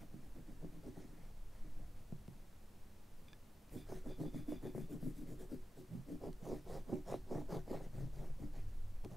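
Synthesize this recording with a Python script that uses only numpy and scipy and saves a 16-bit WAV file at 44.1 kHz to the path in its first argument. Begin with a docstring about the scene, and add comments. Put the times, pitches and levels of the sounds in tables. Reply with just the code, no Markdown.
"""Oil pastels scrub back and forth on paper that lies on a drawing board, heard close up in a quiet room.
Quick strokes come first: stick-slip clicks ring the board's modes, and grains of wax hiss on the paper.
From 2 s a pause holds a few weak strokes, knocks and short ticks; a thin metallic ring, as decaying modes,
sounds from 3.3 to 4.9 s. From 3.7 s stronger strokes with more wax hiss go on to the end, among knocks.
Filtered noise gives a deep rumble and a steady hiss with a faint hum throughout."""
import sys
import numpy as np
from scipy import signal
from scipy.fft import rfft, irfft, next_fast_len
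from scipy.io import wavfile
from scipy.ndimage import uniform_filter1d

SR = 44100
rng = np.random.default_rng(int(sys.argv[2]) if len(sys.argv) > 2 else 0)


def transcribe(u):
    """Save the signal u as a 16-bit wav file named by the first command-line argument.

    u: samples, shape (n,) or (channels, n), limited to [-1, 1]; the rate is SR.
    q: integer samples, one column per channel.
    """
    v = np.clip(np.atleast_2d(u).T, -1, 1)
    q = np.round(v * 32767).astype(np.int16)
    wavfile.write(sys.argv[1], SR, q)


N = 403956
T = np.arange(N) / SR  # time [s]

# pastel strokes: (start [s], length [s], middle board modes [dB], low modes against middle [dB],
# high modes against middle [dB], wax hiss before the pastel's colour [dB])
STROKE_LIST = [(-0.02, 0.087, -57, 5.5, -9.5, -72), (0.115, 0.086, -55.5, -1, -24, -80),
               (0.211, 0.074, -60.5, -4, -12, -79), (0.339, 0.083, -50.5, -1.5, -20.5, -77),
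               (0.457, 0.088, -51.5, 1, -21, -75), (0.59, 0.11, -57, 3, -12, -79),
               (0.701, 0.096, -58.5, 0, -20, -81), (0.819, 0.11, -48.5, -1, -17.5, -74),
               (0.936, 0.13, -53.5, -2, -11.5, -73), (1.06, 0.17, -58, -0.5, -16, -82),
               (1.197, 0.12, -68, 7, -3, -78), (1.5, 0.13, -73.5, 8, 3, -79),
               (1.603, 0.15, -59.5, -2, -19, -83), (1.721, 0.18, -60, 3.5, -12.5, -84),
               (1.945, 0.089, -72, 7, -2, -79), (2.265, 0.2, -70, 10, -11, -92),
               (3.173, 0.092, -69.5, 4.5, -11, -82), (3.703, 0.12, -50.5, -1, -15.5, -64.5),
               (3.866, 0.14, -61, 7.5, 1, -64), (4.04, 0.094, -44, -5, -15.5, -70),
               (4.172, 0.11, -41, -3.5, -16.5, -67.5), (4.317, 0.11, -42.5, -2.5, -24, -68.5),
               (4.466, 0.1, -38.5, -9, -20.5, -66.5), (4.61, 0.105, -46.5, -1.5, -13, -70),
               (4.727, 0.12, -45.5, 7, -17.5, -67.5), (4.883, 0.094, -42.5, -3.5, -23.5, -69),
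               (4.997, 0.13, -46, -3.5, -29, -66.5), (5.145, 0.095, -48, -0.5, -36, -67),
               (5.254, 0.11, -48.5, -1, -19, -69.5), (5.379, 0.081, -55, 2, -8.5, -68),
               (5.49, 0.082, -43, -5.5, -23.5, -68.5), (5.752, 0.083, -50.5, -3.5, -22, -72.5),
               (5.893, 0.12, -67.5, 21, -6, -76.5), (6.062, 0.098, -46, -3.5, -21, -70),
               (6.204, 0.1, -45.5, -2, -8.5, -70), (6.413, 0.18, -45, -3.5, -7.5, -64.5),
               (6.657, 0.15, -51, 4, 1.5, -64.5), (6.867, 0.13, -41, -2, -14.5, -69),
               (7.057, 0.12, -58, 10.5, 9, -63.5), (7.271, 0.17, -45.5, 0.5, -6.5, -68.5),
               (7.483, 0.116, -44, 0, -4.5, -63), (7.663, 0.16, -47, -1, -3, -67.5),
               (7.81, 0.078, -57, 3.5, -5, -72), (7.914, 0.16, -48.5, 5.5, -12.5, -70),
               (8.113, 0.2, -56, 6, -4.5, -71.5), (8.373, 0.112, -47, 4, -17.5, -74),
               (8.518, 0.12, -59.5, 0, -7.5, -73), (8.655, 0.111, -67.5, 2, -11, -80),
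               (9.032, 0.039, -48, 2.5, -6.5, -76), (9.087, 0.091, -63, 10, -1, -75)]
# colour of the pastel in hand: (time [s], upper modes against middle [dB], deepest modes against low [dB],
# hiss tilt towards treble [dB], hiss below 2.5 kHz [dB])
PASTEL_COLOUR = [(0.0, -8, -10, -1, 3.5), (0.8, 2, -10, -2.5, 6), (2.3, -12, -2.5, -7, 6.5),
                 (3.6, 2, -21, 15, 4), (3.9, 5, -16, -3.5, 0.5), (4.6, -0.5, -16, 6, 6),
                 (5.2, 7, -6, 3.5, -0.5), (6.0, 5, -3.5, -0.5, 1), (6.5, 3, -6.5, -2.5, -3),
                 (7.1, 0, -15.5, -6.5, -0.5), (7.7, 1, -7, -3.5, 4.5), (8.0, 0, 2, -3.5, 2),
                 (9.16, -1.5, -1, -6, 3)]
# short ticks, some with a metallic ring: (time [s], tick before its noise and colour [dB],
# peak of the thin ring [dB], peak of the ring's lowest mode [dB])
SHORT_TICKS = [(2.1225, -57, -90, -90), (2.2795, -52, -90, -80), (3.284, -70, -53, -80),
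               (3.3315, -57, -50, -58), (3.694, -57, -80, -80), (6.33, -50, -80, -80),
               (9.0478, -45, -90, -90)]
PEAK_SHARE = 0.5  # share of a stroke before its greatest pressure


def amp(db):
    """Level to amplitude: 20 dB is a factor of ten."""
    return 10 ** (np.asarray(db) / 20)


def evened(x):
    """Normalisation to an rms value of 1."""
    return x / np.sqrt(np.mean(x ** 2) + 1e-20)


def colour(x, points):
    """Linear filtering: the spectrum of x is weighted by a curve of (frequency [Hz], level [dB])."""
    f, db = np.transpose(points)
    size = next_fast_len(len(x))
    hz = np.arange(size // 2 + 1) * SR / size
    gain = amp(np.interp(np.log(hz + 1), np.log(f + 1), db))
    return irfft(rfft(x, size) * gain, size)[:len(x)]


def body(modes, low_hz, high_hz, order):
    """Modal superposition: damped sines, limited to a band, form an impulse response of energy 1."""
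    t = T[:8192]
    response = np.zeros(len(t))
    for hz, width_hz, db in modes:
        decay = np.exp(-np.pi * width_hz * t)
        response += amp(db) * np.sqrt(width_hz) * decay * np.sin(2 * np.pi * hz * t)
    band = signal.butter(order, [low_hz, high_hz], "bandpass", fs=SR, output="sos")
    response = signal.sosfilt(band, response)
    return response / np.linalg.norm(response)


def excite(response, drive, s, peak_db):
    """Convolution principle: a body answers a steady drive and single impulses of given peak level."""
    impulses = np.zeros(N)
    impulses[np.round(s * SR).astype(int)] = amp(peak_db) / np.abs(response).max()
    return signal.oaconvolve(drive + impulses, response)[:N]


def clicks(per_s, spread_db):
    """Stick-slip as a random pulse train: slips of either sign, a few of them large, rms 1."""
    when, sign, size = rng.random((N, 3)).T
    happens = when < per_s / SR
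    height = amp(spread_db * np.minimum(-np.log(size + 1e-9), 4))
    return evened(happens * np.sign(sign - .5) * height)


def pressure(at, rise, fall, db, drop_db=16.5, rise_edge=3.14, fall_edge=2.14):
    """Friction grows with pressure: rms swells to db at each peak and is drop_db down at rise and fall [s]."""
    t = T[::64, None] - at
    distance = np.abs(t) / np.maximum(np.where(t < 0, rise, fall), .01)
    edge = np.where(t < 0, rise_edge, fall_edge)
    power = amp(db - drop_db * distance ** edge) ** 2
    return np.interp(T, T[::64], np.sqrt(power.sum(1)))


def hiss():
    """Stationary noise: room tone and preamplifier hiss, partly unlike in the channels, with a wavering hum."""
    # noise spectrum: (frequency [Hz], relative density [dB])
    noise_spectrum = [(26, -19), (45, 6), (181, -4), (215, -1), (231, -5.5), (506, -11), (888, -15.5),
                      (1310, -19.5), (1410, -20.5), (3490, -26), (15500, -29.5)]
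    # spread of the noise: (frequency [Hz], side against middle [dB])
    noise_spread = [(60, -20.5), (150, -12), (380, -8.5), (950, -8), (2380, -7), (5980, -10), (15000, -21)]
    hiss_db, hum_hz, hum_db = -63.5, 209.9, -78  # rms levels
    a, b, c = rng.standard_normal((3, N))
    mid = colour(a, noise_spectrum)
    side = colour(colour(b, noise_spectrum), noise_spread)
    scale = amp(hiss_db) / np.std(mid)
    slow_noise = uniform_filter1d(uniform_filter1d(c, 6000), 6000)
    waver = 1 + 0.057 * evened(slow_noise)
    hum = amp(hum_db) * np.sqrt(2) * waver * np.sin(2 * np.pi * hum_hz * T)
    return scale * mid + hum, scale * side


def sway():
    """Low-frequency vibration: band-shaped noise is the rumble of board and table under the moving arm."""
    # strength of the rumble: (time [s], level [dB])
    rumble_course = [(0.0, -55), (0.38, -49.5), (0.97, -53.5), (1.84, -45), (2.34, -53), (3.67, -59.5),
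                     (3.72, -48.5), (5.64, -49.5), (5.74, -60.5), (6.35, -50), (7.96, -44), (8.8, -40),
                     (9.16, -45)]
    # rumble spectrum: (frequency [Hz], relative density [dB])
    rumble_spectrum = [(2.4, -41), (4.0, 11.5), (20, 9.5), (30, -2), (54, -7.5), (75, -22.5), (100, -6),
                       (130, -44), (220, -120)]
    s, db = np.transpose(rumble_course)
    return evened(colour(rng.standard_normal(N), rumble_spectrum)) * amp(np.interp(T, s, db))


def reflections(x, t60=0.077, power_swings_per_s=0.59):
    """Early reflections: short random tails [t60 in s] cross-fade as the hand moves and part the channels."""
    # spread of the reflections: (frequency [Hz], side against middle [dB])
    reflection_spread = [(60, -51), (120, -13.5), (240, -6.5), (480, -17), (950, -14), (1890, -17),
                         (3770, -24), (7520, -20), (15000, -77)]
    tails = rng.standard_normal((3, 4096)) * amp(-60 * T[:4096] / t60)
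    phase = np.pi * (power_swings_per_s * T + np.arange(3)[:, None] / 3)
    fades = np.sqrt(2 / 3) * np.cos(phase)  # squares sum to 1
    wet = signal.oaconvolve(x * fades, tails / np.linalg.norm(tails[0]), axes=1)[:, :N]
    return colour(wet.sum(0), reflection_spread)


def ring():
    """Modal resonance: small clicks shake a thin metallic ring, and single impulses set it off at the ticks."""
    # modes of the ring: (frequency [Hz], width [Hz], level [dB])
    ring_modes = [(1700, 70, -14), (2420, 170, -3.5), (3490, 95, 0), (4720, 120, -8), (6020, 100, -15)]
    # when the ring is shaken up: (middle [s], length [s], level [dB])
    shakes = [(3.30, 0.06, -74), (3.81, 0.11, -69), (4.125, 0.11, -69), (4.275, 0.08, -71),
              (4.39, 0.13, -70), (4.54, 0.14, -69), (4.68, 0.1, -70), (4.83, 0.1, -76), (4.92, 0.07, -78)]
    s, _, db, lowest_db = np.transpose(SHORT_TICKS)
    at, length, shake_db = np.transpose(shakes)
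    shake = clicks(per_s=2700.0, spread_db=3.0) * pressure(at, length / 2, length / 2, shake_db)
    whole = excite(body(ring_modes, 1030, 9600, order=2), shake, s, db)
    lowest = excite(body(ring_modes[:1], 1100, 7000, order=2), 0, s, lowest_db)
    return whole + lowest


def ticks():
    """Broadband transient: each tick is a few milliseconds of decaying noise, drawn anew."""
    s, db = np.transpose(SHORT_TICKS)[:2]
    burst = excite(np.exp(-T[:600] / .0015), 0, s, db) * rng.standard_normal(N)
    shape = [(300, 0), (900, 6), (2000, 2), (4000, -4), (8000, -9), (16000, -15)]  # (Hz, dB)
    return colour(burst, shape)


def patchy(x, patch_db):
    """Surface roughness: patches of the spectrum, some hundred Hz by 50 ms, rise and sink at random."""
    z = signal.stft(x, nperseg=512, noverlap=384)[2]
    patches = uniform_filter1d(rng.standard_normal(z.shape), size=7, axis=0)
    patches = uniform_filter1d(patches, size=18, axis=1)
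    return signal.istft(z * amp(patch_db * evened(patches)), nperseg=512, noverlap=384)[1][:N]


def wax():
    """Friction noise: dense grains of wax on paper, in low, dull and bright parts that each pastel weighs."""
    # spectrum of the grains: (frequency [Hz], relative level [dB])
    wax_spectrum = [(900, -18), (1300, -2), (1800, 2), (2800, -4.5), (5200, -4), (7200, -4), (9000, -5.5),
                    (12000, -5.5), (16000, -9.5)]
    wax_peak_share, wax_stretch = 0.44, 1.15  # earlier in its span, and longer than the stroke
    start, length, *_, db = np.transpose(STROKE_LIST)
    at, span = start + PEAK_SHARE * length, wax_stretch * length
    rise, fall = wax_peak_share * span, (1 - wax_peak_share) * span
    when, *_, tilt_db, low_db = np.transpose(PASTEL_COLOUR)
    tilt, low_gain = np.interp(at, when, tilt_db), np.interp(T, when, low_db)
    grains = evened(patchy(colour(clicks(per_s=8300.0, spread_db=3.5), wax_spectrum), patch_db=3.0))
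    dull = colour(grains, [(6000, 0), (8500, -6), (12000, -30)])
    low = colour(dull, [(2000, 0), (2500, -6), (3200, -30)])
    bright = grains - dull
    weighed_dull = dull + (amp(low_gain) - 1) * low
    return (weighed_dull * pressure(at, rise, fall, db - tilt / 2)
            + bright * pressure(at, rise, fall, db + tilt / 2))


def board():
    """Modal excitation: slips and knocks ring the board; the place of contact sets each group's share."""
    # board modes by group: (frequency [Hz], width [Hz], level [dB])
    low_modes = [(111, 2.8, -26), (138.4, 8.2, -2), (165.7, 23, 4), (212, 137, 7.5)]
    middle_modes = [(256.4, 19, -3.5), (275.6, 98, 0), (296.5, 13, -1.5)]
    upper_modes = [(371.5, 11, 4), (401, 130, 1.5), (404, 33, -3)]
    high_modes = [(544, 38, 8), (616, 42, 10.5), (688, 69, 18), (796, 48, 10.5), (840, 70, -3),
                  (958, 52, 0), (1077, 83, -12)]
    # soft blows as the pastel lands or catches: (time [s], peak before the groups' losses [dB],
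    # hardness [-1 low modes, 0 middle, 1 high])
    soft_blows = [(0.139, -41.5, -0.83), (0.644, -42.5, 0.29), (2.122, -33.5, -1.27), (2.279, -40, -0.83),
                  (3.921, -37, 0.44), (4.344, -45.5, 0.58), (4.52, -35, 0.27), (4.652, -36, -0.04),
                  (4.748, -30.5, -0.6), (4.778, -36, 0.35), (5.026, -35, -0.76), (5.408, -46, 0.074),
                  (6.102, -46, -0.65), (6.214, -53, 1.1), (6.424, -40.5, -1.1), (6.523, -41, -0.68),
                  (6.68, -53, 0.2), (6.929, -31.5, 0.0096), (7.123, -36, 0.7), (7.14, -29, 0.62),
                  (7.31, -33, 0.23), (7.378, -40, -0.48), (7.522, -34.5, 1.4), (7.677, -43, 0.42),
                  (7.708, -32.5, -0.03), (9.053, -38, -0.4)]
    upper_follows = 0.52  # share of the high modes' dB that the upper ones follow
    high_stretch = 0.96  # length of the high modes' swell against the stroke
    focus_db, most_loss_db = 19.5, 17.0  # loss one group away from a blow's hardness, and its limit
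    deep_knock_db = 11.5  # further loss of the deepest modes

    start, length, db, low, high, _ = np.transpose(STROKE_LIST)
    at, rise, fall = start + PEAK_SHARE * length, PEAK_SHARE * length, (1 - PEAK_SHARE) * length
    when, upper_db, deep_db, *_ = np.transpose(PASTEL_COLOUR)
    upper = np.interp(at, when, upper_db) + upper_follows * high
    deep = low + np.interp(at, when, deep_db)

    s, peak_db, hardness = np.transpose(soft_blows)
    mismatch = hardness - np.arange(-1, 2)[:, None]
    knock_low, knock_mid, knock_high = peak_db - np.minimum(focus_db * mismatch ** 2, most_loss_db)

    # the grip judders
    grip = evened(uniform_filter1d(uniform_filter1d(rng.standard_normal(N), size=500), size=500))
    rubbing = clicks(per_s=1000., spread_db=3.5) + 0.65 * rng.standard_normal(N)
    slips = evened(rubbing * amp(2.76 * grip))

    # the soft wax contact keeps each group inside its band:
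    # (response, stroke level [dB], knock peak [dB], stretch of the stroke)
    groups = ((body(low_modes[:2], 84.5, 183, order=2), db + deep, knock_low - deep_knock_db, 1),
              (body(low_modes[2:], 107.5, 267, order=3), db + low, knock_low, 1),
              (body(middle_modes, 174, 452, order=3), db, knock_mid, 1),
              (body(upper_modes, 256.0, 618, order=3), db + upper, knock_mid, 1),
              (body(high_modes, 370, 1370, order=7), db + high, knock_high, high_stretch))
    total = np.zeros(N)
    for response, rub_db, knock_db, stretch in groups:
        drive = slips * pressure(at, stretch * rise, stretch * fall, rub_db)
        total += excite(response, drive, s, knock_db)
    return total


def scene():
    """Superposition: drawing in the middle, its reflections at the sides, over rumble and hiss."""
    drawing = board() + wax() + ticks() + ring()
    mid, side = hiss()
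    mid = mid + drawing + sway()
    side = side + reflections(drawing)
    return np.array([mid + side, mid - side])


def record(dry):
    """Band limitation: a linear-phase low-pass filter removes what lies above its edge."""
    edge_hz = 15720
    taps = signal.firwin(1023, edge_hz, window=("kaiser", 9), fs=SR)
    padded = np.pad(dry, ((0, 0), (511, 511)), "reflect")
    return signal.oaconvolve(padded, taps[None], "valid", axes=1)


dry = scene()
out = record(dry)
transcribe(out)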